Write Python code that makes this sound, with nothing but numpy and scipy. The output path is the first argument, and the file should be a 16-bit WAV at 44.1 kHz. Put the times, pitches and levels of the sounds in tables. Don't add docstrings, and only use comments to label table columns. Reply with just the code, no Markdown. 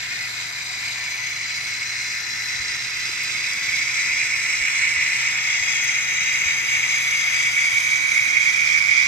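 import sys
import numpy as np
from scipy import signal
from scipy.fft import rfft, irfft, next_fast_len
from scipy.io import wavfile
from scipy.ndimage import uniform_filter1d, map_coordinates

SR = 44100
rng = np.random.default_rng(int(sys.argv[2]) if len(sys.argv) > 2 else 0)


def volts_from_db(level):
    exponent = np.asarray(level, float) / 20
    return 10 ** exponent


def generate_wav(signal):
    frames = np.transpose(np.atleast_2d(signal))
    scaled = np.clip(frames, -1, 1) * 32767
    pcm = np.round(scaled).astype(np.int16)
    wavfile.write(sys.argv[1], SR, pcm)


N = 399987
HOP = 512
SIDES = np.array([[.5], [-.5]])  # left, right share of a left-right dB difference


def unit(x):
    return x / np.sqrt(np.mean(x ** 2) + 1e-20)


def curves(rows):
    s, *cols = np.transpose(rows)
    return [np.interp(np.arange(N) / SR, s, c) for c in cols]


def along(points, hz):
    f, v = np.transpose(points)
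    return np.interp(np.log(hz + 1), np.log(f + 1), v)


def wobble(rate_hz):
    coarse = np.arange(0, N + 16, 16)
    knots = rng.standard_normal(int(N * rate_hz / SR) + 4)
    return np.interp(np.arange(N), coarse, map_coordinates(knots, [coarse * rate_hz / SR]))


def filtered(x, response):
    m = next_fast_len(N + 8192)
    return irfft(rfft(x, m) * response(np.fft.rfftfreq(m, 1 / SR)), m)[..., :N]


def patches(shape, hz_bins, frames):
    field = rng.standard_normal(shape)
    for _ in range(2):
        field = uniform_filter1d(field, int(hz_bins), 1)
        field = uniform_filter1d(field, int(frames), 2)
    return unit(field)


APPROACH = {"worm": (-38, -36, -1, -4), "gears": (-34.5, -31.5, 8.5, 0.5),
            "brushes": (-44.5, -43.5, -1, -5), "wheels": (-50.5, -49, -0.5, 1.5),
            "board": (-43, -41.5, -4.5, 0.5), "rumble": (-53.5, -50.5, 0.5, 0)}
SWINGS = {"worm": [(4.4, 0.44, -2.5, 0.5), (6.0, 0.61, -.5, -3.5)], "gears": [(.2, 1, -4, -3),
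          (3.2, 0.43, 0, -4.5), (4.9, 0.55, -3, -2)], "brushes": [(4.0, 0.95, 2.5, 7.5),
          (6.0, 1.7, 4.5, 9)], "wheels": [(2.5, 1.6, -1.5, -1.5), (7.5, 1.2, 4.5, 3.5)],
          "board": [(1.5, .55, -2, 0), (5.9, .9, 1, -1.5)], "rumble": [(3.5, 0.85, 1.5, 0),
          (6.6, 0.49, 1.5, 0)]}


def heard_as(part):
    t = np.arange(N) / SR
    first_db, last_db, first_pan, last_pan = APPROACH[part]
    level_db = first_db + (last_db - first_db) * t / t[-1]
    pan_db = first_pan + (last_pan - first_pan) * t / t[-1]
    for s, half_s, gain_db, swing_db in SWINGS[part]:
        bell = np.exp(-((t - s) / half_s) ** 2)
        level_db, pan_db = level_db + gain_db * bell, pan_db + swing_db * bell
    return level_db, pan_db


def hum():
    hum_hz, level_db = 120, -54.0 + 0.34 * wobble(5)
    phase = 2 * np.pi * hum_hz * np.arange(N) / SR + 0.37 * wobble(6)
    return volts_from_db(level_db) * np.sqrt(2) * np.sin(phase)


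# (frequency [Hz], density [dB per Hz])
RUMBLE_COLOUR = [(15, -63), (25, -20), (60, -7), (91, -7.5), (113, -7), (150, -4.5), (185, -9),
                 (496, -12.5), (625, -20.5), (800, -17), (1040, -47), (1760, -120)]
# (frequency [Hz], correlation [-1 to 1])
RUMBLE_ALIKE = [(40, 0.74), (120, 0.95), (300, 0.68), (700, 0.2)]


def rumble():
    lumps_db = 0.5

    def colour(hz):
        turn = np.arccos(np.clip(along(RUMBLE_ALIKE, hz), -1, 1)) / 2
        return volts_from_db(along(RUMBLE_COLOUR, hz)) * [np.cos(turn), np.sin(turn)]

    mid, side = filtered(rng.standard_normal((2, N)), colour)
    level_db, pan_db = heard_as("rumble")
    gain = volts_from_db(level_db + lumps_db * wobble(8.8) + SIDES * pan_db)
    return gain * unit(np.array([mid + side, mid - side]))


# (time [s], peak [dB], pitch [Hz], knock re bump [dB])
JOINTS = [(2.550, -37, 104, -22), (2.597, -29, 71.6, -27), (2.702, -40, 100, -21), (2.764, -35, 120, -22),
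          (2.826, -38, 120, -18), (3.092, -35, 104, 5), (4.098, -38, 72, -18), (4.165, -41, 60, -16),
          (4.610, -31, 60, -14), (4.816, -34, 90, -16), (4.968, -31, 84, -20), (5.605, -32, 90, -20),
          (6.459, -28, 80, -22), (6.763, -37, 95, -20), (7.730, -35, 90, -22)]


def joint_bumps():
    out, t = np.zeros((2, N + SR)), np.arange(SR // 10) / SR
    left_db = 7
    for s, db, hz, knock_db in JOINTS:
        bump_gain = volts_from_db(db - 2.5 + SIDES * left_db - 60 * t / 0.083)
        bump = bump_gain * (1 - np.exp(-t / .005)) * np.sin(2 * np.pi * hz * t)
        knock_gain = volts_from_db(db + knock_db - 60 * t / 0.028)
        knock = knock_gain * (1 - np.exp(-t / .003)) * np.sin(2 * np.pi * 345 * t)
        out[:, round(s * SR):][:, :len(t)] += bump + knock
    return out[:, :N]


# (time [s], peak [dB])
TICKS = [
    (1.3004, -34),
    (3.2331, -29),
    (5.8396, -26.5),
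]


def ticks():
    out, t = np.zeros((2, N + SR)), np.arange(SR // 10) / SR
    for s, db in TICKS:
        snap = np.diff(rng.standard_normal((2, len(t) + 1)), axis=1) * (1 - np.exp(-t / 0.00053))
        out[:, round(s * SR):][:, :len(t)] += volts_from_db(db - 1 - 60 * t / 0.023) * snap
    return out[:, :N]


# (frequency [Hz], width [Hz], level [dB], left-right [dB])
RAILS = [(1012, 14, -61, 0), (1099, 14, -61, 0), (1254, 8, -57, 0), (1350, 10, -55, 0), (1424, 10, -56, 0),
         (1794, 10, -50, 2), (1994, 10, -38, 5), (2525, 10, -47, 0), (3418, 14, -53, -4),
         (7323, 14, -52, -2)]


def rails(near):
    far_below_hz, fade_db = 1200, -9

    def lines(hz):
        total = 0
        for centre, width, db, pan_db in RAILS:
            line = np.sqrt(2 * SR / (np.pi * width)) / (1 + (2 * (hz - centre) / width) ** 2)
            total = total + volts_from_db(db + SIDES * pan_db) * line
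        return total

    tones = filtered(rng.standard_normal(N), lines)
    far = filtered(tones, lambda hz: hz < far_below_hz)
    return tones - far + volts_from_db(2.5 + fade_db * near) * far


# (frequency [Hz], lead [rad])
LEAD = [(600, 0.58), (1100, -1.1), (1300, 0.89), (1750, 0.55), (1950, -1.5), (2700, -1.28), (3000, 1.94),
        (4400, 0.89), (4700, -1.77), (15000, -1.5)]
# (frequency [Hz], share [0-1])
ALIKE = [(700, 0.81), (1100, 0.8), (1450, 0.74), (1850, 0.41), (2250, 1), (2900, 0.32), (4000, 0.1),
         (4500, 0.74), (5200, 0.79), (6400, 0.47), (7000, 0.6), (7700, 0.25), (9000, 0.27), (14000, 0.14)]
# (time [s], half length [s], frequency [Hz], gain [dB])
GLINTS = [(.2, .4, 8000, -5), (.9, 0.78, 4830, 7), (1.2, 0.21, 6140, 12), (2.3, 0.72, 4070, 8),
          (2.5, .7, 5420, 3.5), (3.2, 0.49, 4850, 5.5), (3.3, 0.56, 2596, 10), (5.3, 0.56, 3970, 1),
          (5.6, 1.2, 7600, 4.5), (5.8, 0.52, 5560, -5), (6.5, 1.2, 2820, 6), (7.1, 1.6, 4250, -6.5),
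          (7.5, .4, 3460, 4), (8, 1.8, 790, -10), (8.3, .6, 5660, 4), (8.4, 1.1, 2700, -6),
          (8.3, 1, 2030, -2.5), (4.6, .4, 2900, 4), (1.5, .8, 1400, -4), (4.6, .6, 4900, -4.5),
          (6.1, .5, 4900, -6), (6.9, .7, 6200, 2.5), (8, 0.51, 6460, 2.5), (8.2, .7, 5320, -3)]


def shaken(modes, level_db, pan_db, near, drive, echo, drift_db):
    lead_ms_per_s = .025
    glint_width, glint_slide_per_s = 0.039, -.022
    hz, t, z = signal.stft(drive * rng.standard_normal((3, N)), SR, nperseg=2 * HOP)
    at = np.minimum((t * SR).astype(int), N - 1)
    rows = (hz > modes[0][0] - 2500) & (hz < modes[-1][0] + 2500)
    hz, near = hz[rows, None], near[at]

    power = np.zeros((2, len(hz), len(t)))
    for centre, width, far_db, near_db, far_pan, near_pan in modes:
        mode_pan = far_pan + near * (near_pan - far_pan)
        mode_db = far_db + near * (near_db - far_db) + SIDES * mode_pan
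        power += volts_from_db(2 * mode_db)[:, None] / (1 + (2 * (hz - centre) / width) ** 2) ** 1.99
    power *= volts_from_db(2 * drift_db * patches(power.shape, 3.1, 41))
    for s, half_s, centre, gain_db in GLINTS:
        off = (hz / centre - 1 - glint_slide_per_s * (t - s)) / glint_width
        power *= volts_from_db(2 * gain_db * np.exp(-off ** 2 - ((t - s) / half_s) ** 2))

    echo_ms = 2.6 + .15 * t + .3 * SIDES[:, None]
    depth = np.clip(echo * (1 + .7 * patches(power.shape, 15, 60)), 0, .9)
    power *= 1 + depth * np.cos(2 * np.pi * hz * echo_ms / 1e3)
    gain = np.sqrt(power / power.mean(axis=1, keepdims=True)) * volts_from_db(SIDES * pan_db[at])[:, None]

    phase = along(LEAD, hz) + 2 * np.pi * hz * lead_ms_per_s * t / 1e3
    share = np.clip(along(ALIKE, hz), 0, 1)
    cross = 2 * share * gain[0] * gain[1] * np.cos(phase)
    both = (gain[0] ** 2 + gain[1] ** 2 + cross).sum(axis=0) / (4 * HOP)
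    direct = np.sqrt(share) * z[0, rows] * np.exp(1j * SIDES[:, None] * phase)
    ports = np.zeros_like(z[1:])
    ports[:, rows] = gain / np.sqrt(both) * (direct + np.sqrt(1 - share) * z[1:, rows])
    return volts_from_db(level_db) * signal.istft(ports, SR, nperseg=2 * HOP)[1][:, :N]


# (frequency [Hz], width [Hz], far level [dB], near level [dB],
# far left-right [dB], near left-right [dB])
BOARD = [(742, 205, -8, -15, 6, 2.4), (990, 266, -6, -16, -3, 7), (1327, 167, -7, -1.5, -10, -3.5),
         (1562, 365, 3, -1, -1.2, 3.5)]


def board(near, uneven):
    return shaken(BOARD, *heard_as("board"), near, unit(volts_from_db(0.15 * uneven)), echo=0.098, drift_db=1.7)


WHEELS = [(9270, 1050, -3.5, 3, 16.5, 8), (10550, 1100, -4.5, 7, -4, 8), (11590, 980, -7, 0, -10, -5),
          (12460, 910, -6, 0.5, 4, -3), (13500, 1100, -6.5, -9, -8, -6), (14500, 1300, -9.5, -9, -1, -4)]


def wheels(near, throb, grit):
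    drive = unit(volts_from_db(0.3 * throb + 0.66 * wobble(8) + .8 * grit))
    return shaken(WHEELS, *heard_as("wheels"), near, drive, echo=0.41, drift_db=0.5)


BRUSHES = [(7344, 134, -2, -5.5, -3, 1), (7600, 1200, -10, -15, 0, 2), (8195, 180, -15, -19, -10, -15)]


def brushes(near, teeth):
    drive = unit(teeth * volts_from_db(0.83 * wobble(8.2)))
    return shaken(BRUSHES, *heard_as("brushes"), near, drive, echo=0.35, drift_db=3.5)


WORM = [(3036, 230, -1.5, -6, 3, 7), (3336, 315, -2.5, 9, 6.5, 3), (3782, 270, 1, 4.5, 18.5, -7),
        (4072, 206, 6, -14.5, -3.5, -17), (4417, 430, -5, -3, 28, -8)]


def worm(near, teeth):
    return shaken(WORM, *heard_as("worm"), near, teeth, echo=0.74, drift_db=2.2)


GEARS = [(4888, 366, 3.5, 0, 8.8, 6), (5465, 420, 6, -0.5, 1.6667, -20), (5953, 155, -1.5, 1.5, 23.3, 2.5),
         (6267, 370, -2.5, 13, 20, -25), (6603, 230, -4.5, -4.5, 21, 1)]


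def gears(near, teeth):
    return shaken(GEARS, *heard_as("gears"), near, teeth, echo=.45, drift_db=1.7)


SHELL = [(1798, 144, -3.5, -18.5, 7, 9), (2088, 233, 3, -14, -14.5, 28.5), (2209, 167, -2.5, -5.5, -14, 14),
         (2269, 176, -11.5, 0, -4, -4.5), (2476, 144, -2, -12.5, -3, 15.5),
         (2747, 250, -8.5, -21.5, -14.5, 19.5)]
# (time [s], gain [dB])
JOLTS = [(1.06, 2), (2.14, 2.5), (4.22, 3), (4.68, 5), (4.88, 3), (4.97, 3), (5.025, 4), (5.29, 3),
         (5.38, 2.5), (5.46, 2.5), (6.425, 3), (6.49, 3), (6.84, 3), (7.45, 1.5), (7.58, 3.5), (8.18, 3),
         (8.36, 3), (8.917, 2), (8.944, 1.5)]


def shell(level_db, pan_db, near, facing, throb, uneven):
    surge_db, surge_growth, jolt_half_s = 0.74, .2, .015
    t = np.arange(N) / SR
    surges_db = surge_db * (1 + surge_growth * near) * wobble(28)
    for s, gain_db in JOLTS:
        surges_db = surges_db + gain_db * np.exp(-((t - s) / jolt_half_s) ** 2)
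    drive = unit(volts_from_db(0.25 * throb + .5 * uneven))
    return shaken(SHELL, level_db + surges_db, pan_db, facing, drive, echo=0.24, drift_db=1.1)


# (time [s], level [dB], left-right [dB])
ENGINE = [(0, -31.5, .5), (.7, -34, 1), (1.0, -30, 0.5), (1.6, -30, -1), (2.3, -30, -1.5),
          (2.85, -30.5, -5), (3.9, -24.5, -2), (4.3, -23.5, -3), (4.55, -24, -2.5), (4.9, -22.5, -2.5),
          (5.7, -24, .5), (6.6, -23.5, 0), (7.4, -23, 0), (7.7, -22.5, -2), (8.05, -22, -5),
          (8.4, -20.5, -6.5), (9.07, -20, -8)]
# (time [s], nearness [0-1], shell turned to the ports [0-1])
PATH = [(0, 0.14, 0.16), (.7, 0.02, 0.57), (1.5, 0.09, 0.45), (2.3, 0.17, 0), (3, 0.37, 0.32),
        (3.7, 0.27, 0.56), (5.3, 0.34, 0.47), (6, 0.6, 0.47), (7.2, 0.6, 0.63), (8, 0.6, 0.95),
        (9.07, 0.61, 1)]
# (multiple of shaft rate [1], depth [dB])
SHAFT = [(1, .5), (2, .6), (3, .35), (4, .15)]


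def train():
    shaft_hz = 15.9
    shell_db, shell_pan_db = curves(ENGINE)
    near, facing = curves(PATH)
    angle = 2 * np.pi * shaft_hz * np.arange(N) / SR + 0.72 * wobble(2.1)
    throb = sum(depth * np.cos(k * (angle + k)) for k, depth in SHAFT)
    uneven, grit = wobble(14), wobble(400)
    teeth = unit(volts_from_db(1.27 * throb + 0.68 * uneven + .5 * grit))
    out = board(near, uneven) + wheels(near, throb, grit)
    out += brushes(near, teeth) + worm(near, teeth) + gears(near, teeth)
    out += volts_from_db(0.4 * (shell_db - shell_db.mean())) * rails(near)
    return out + shell(shell_db, shell_pan_db, near, facing, throb, uneven)


def scene():
    return rumble() + hum() + joint_bumps() + ticks() + train()


# (frequency [Hz], margin [dB])
MARGIN = [(2500, 30), (4000, 13), (7000, 11), (8200, 8), (8500, -.5), (11500, -.5), (12500, 1.5),
          (14000, 1), (15300, -3)]


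def muted(dry):
    band_bins, lead_in = 2, 2 * HOP - 859
    padded = np.pad(dry, ((0, 0), (lead_in, 0)))
    hz, _, z = signal.stft(padded, SR, "cosine", nperseg=4 * HOP)
    bands = z[:, :-1].reshape(2, -1, band_bins, z.shape[2])
    level_db = 10 * np.log10((abs(bands) ** 2).mean(axis=(0, 2)) + 1e-20)
    mask_db = uniform_filter1d(uniform_filter1d(level_db, size=41, axis=0), size=9, axis=1)
    margin_db = along(MARGIN, hz[:-1:band_bins])[:, None]
    margin_db = margin_db + 2.6 * patches((1,) + level_db.shape, 9, 3)[0]
    kept = (level_db > mask_db - margin_db)[None, :, None]
    z[:, :-1] = (bands * kept).reshape(2, -1, z.shape[2])
    return signal.istft(z, SR, "cosine", nperseg=4 * HOP)[1][:, lead_in:lead_in + N]


def roll_off(x):
    return signal.sosfilt(signal.butter(12, 15500, fs=SR, output="sos"), x)


def record(dry):
    return roll_off(muted(dry))


dry = scene()
out = record(dry)
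generate_wav(out)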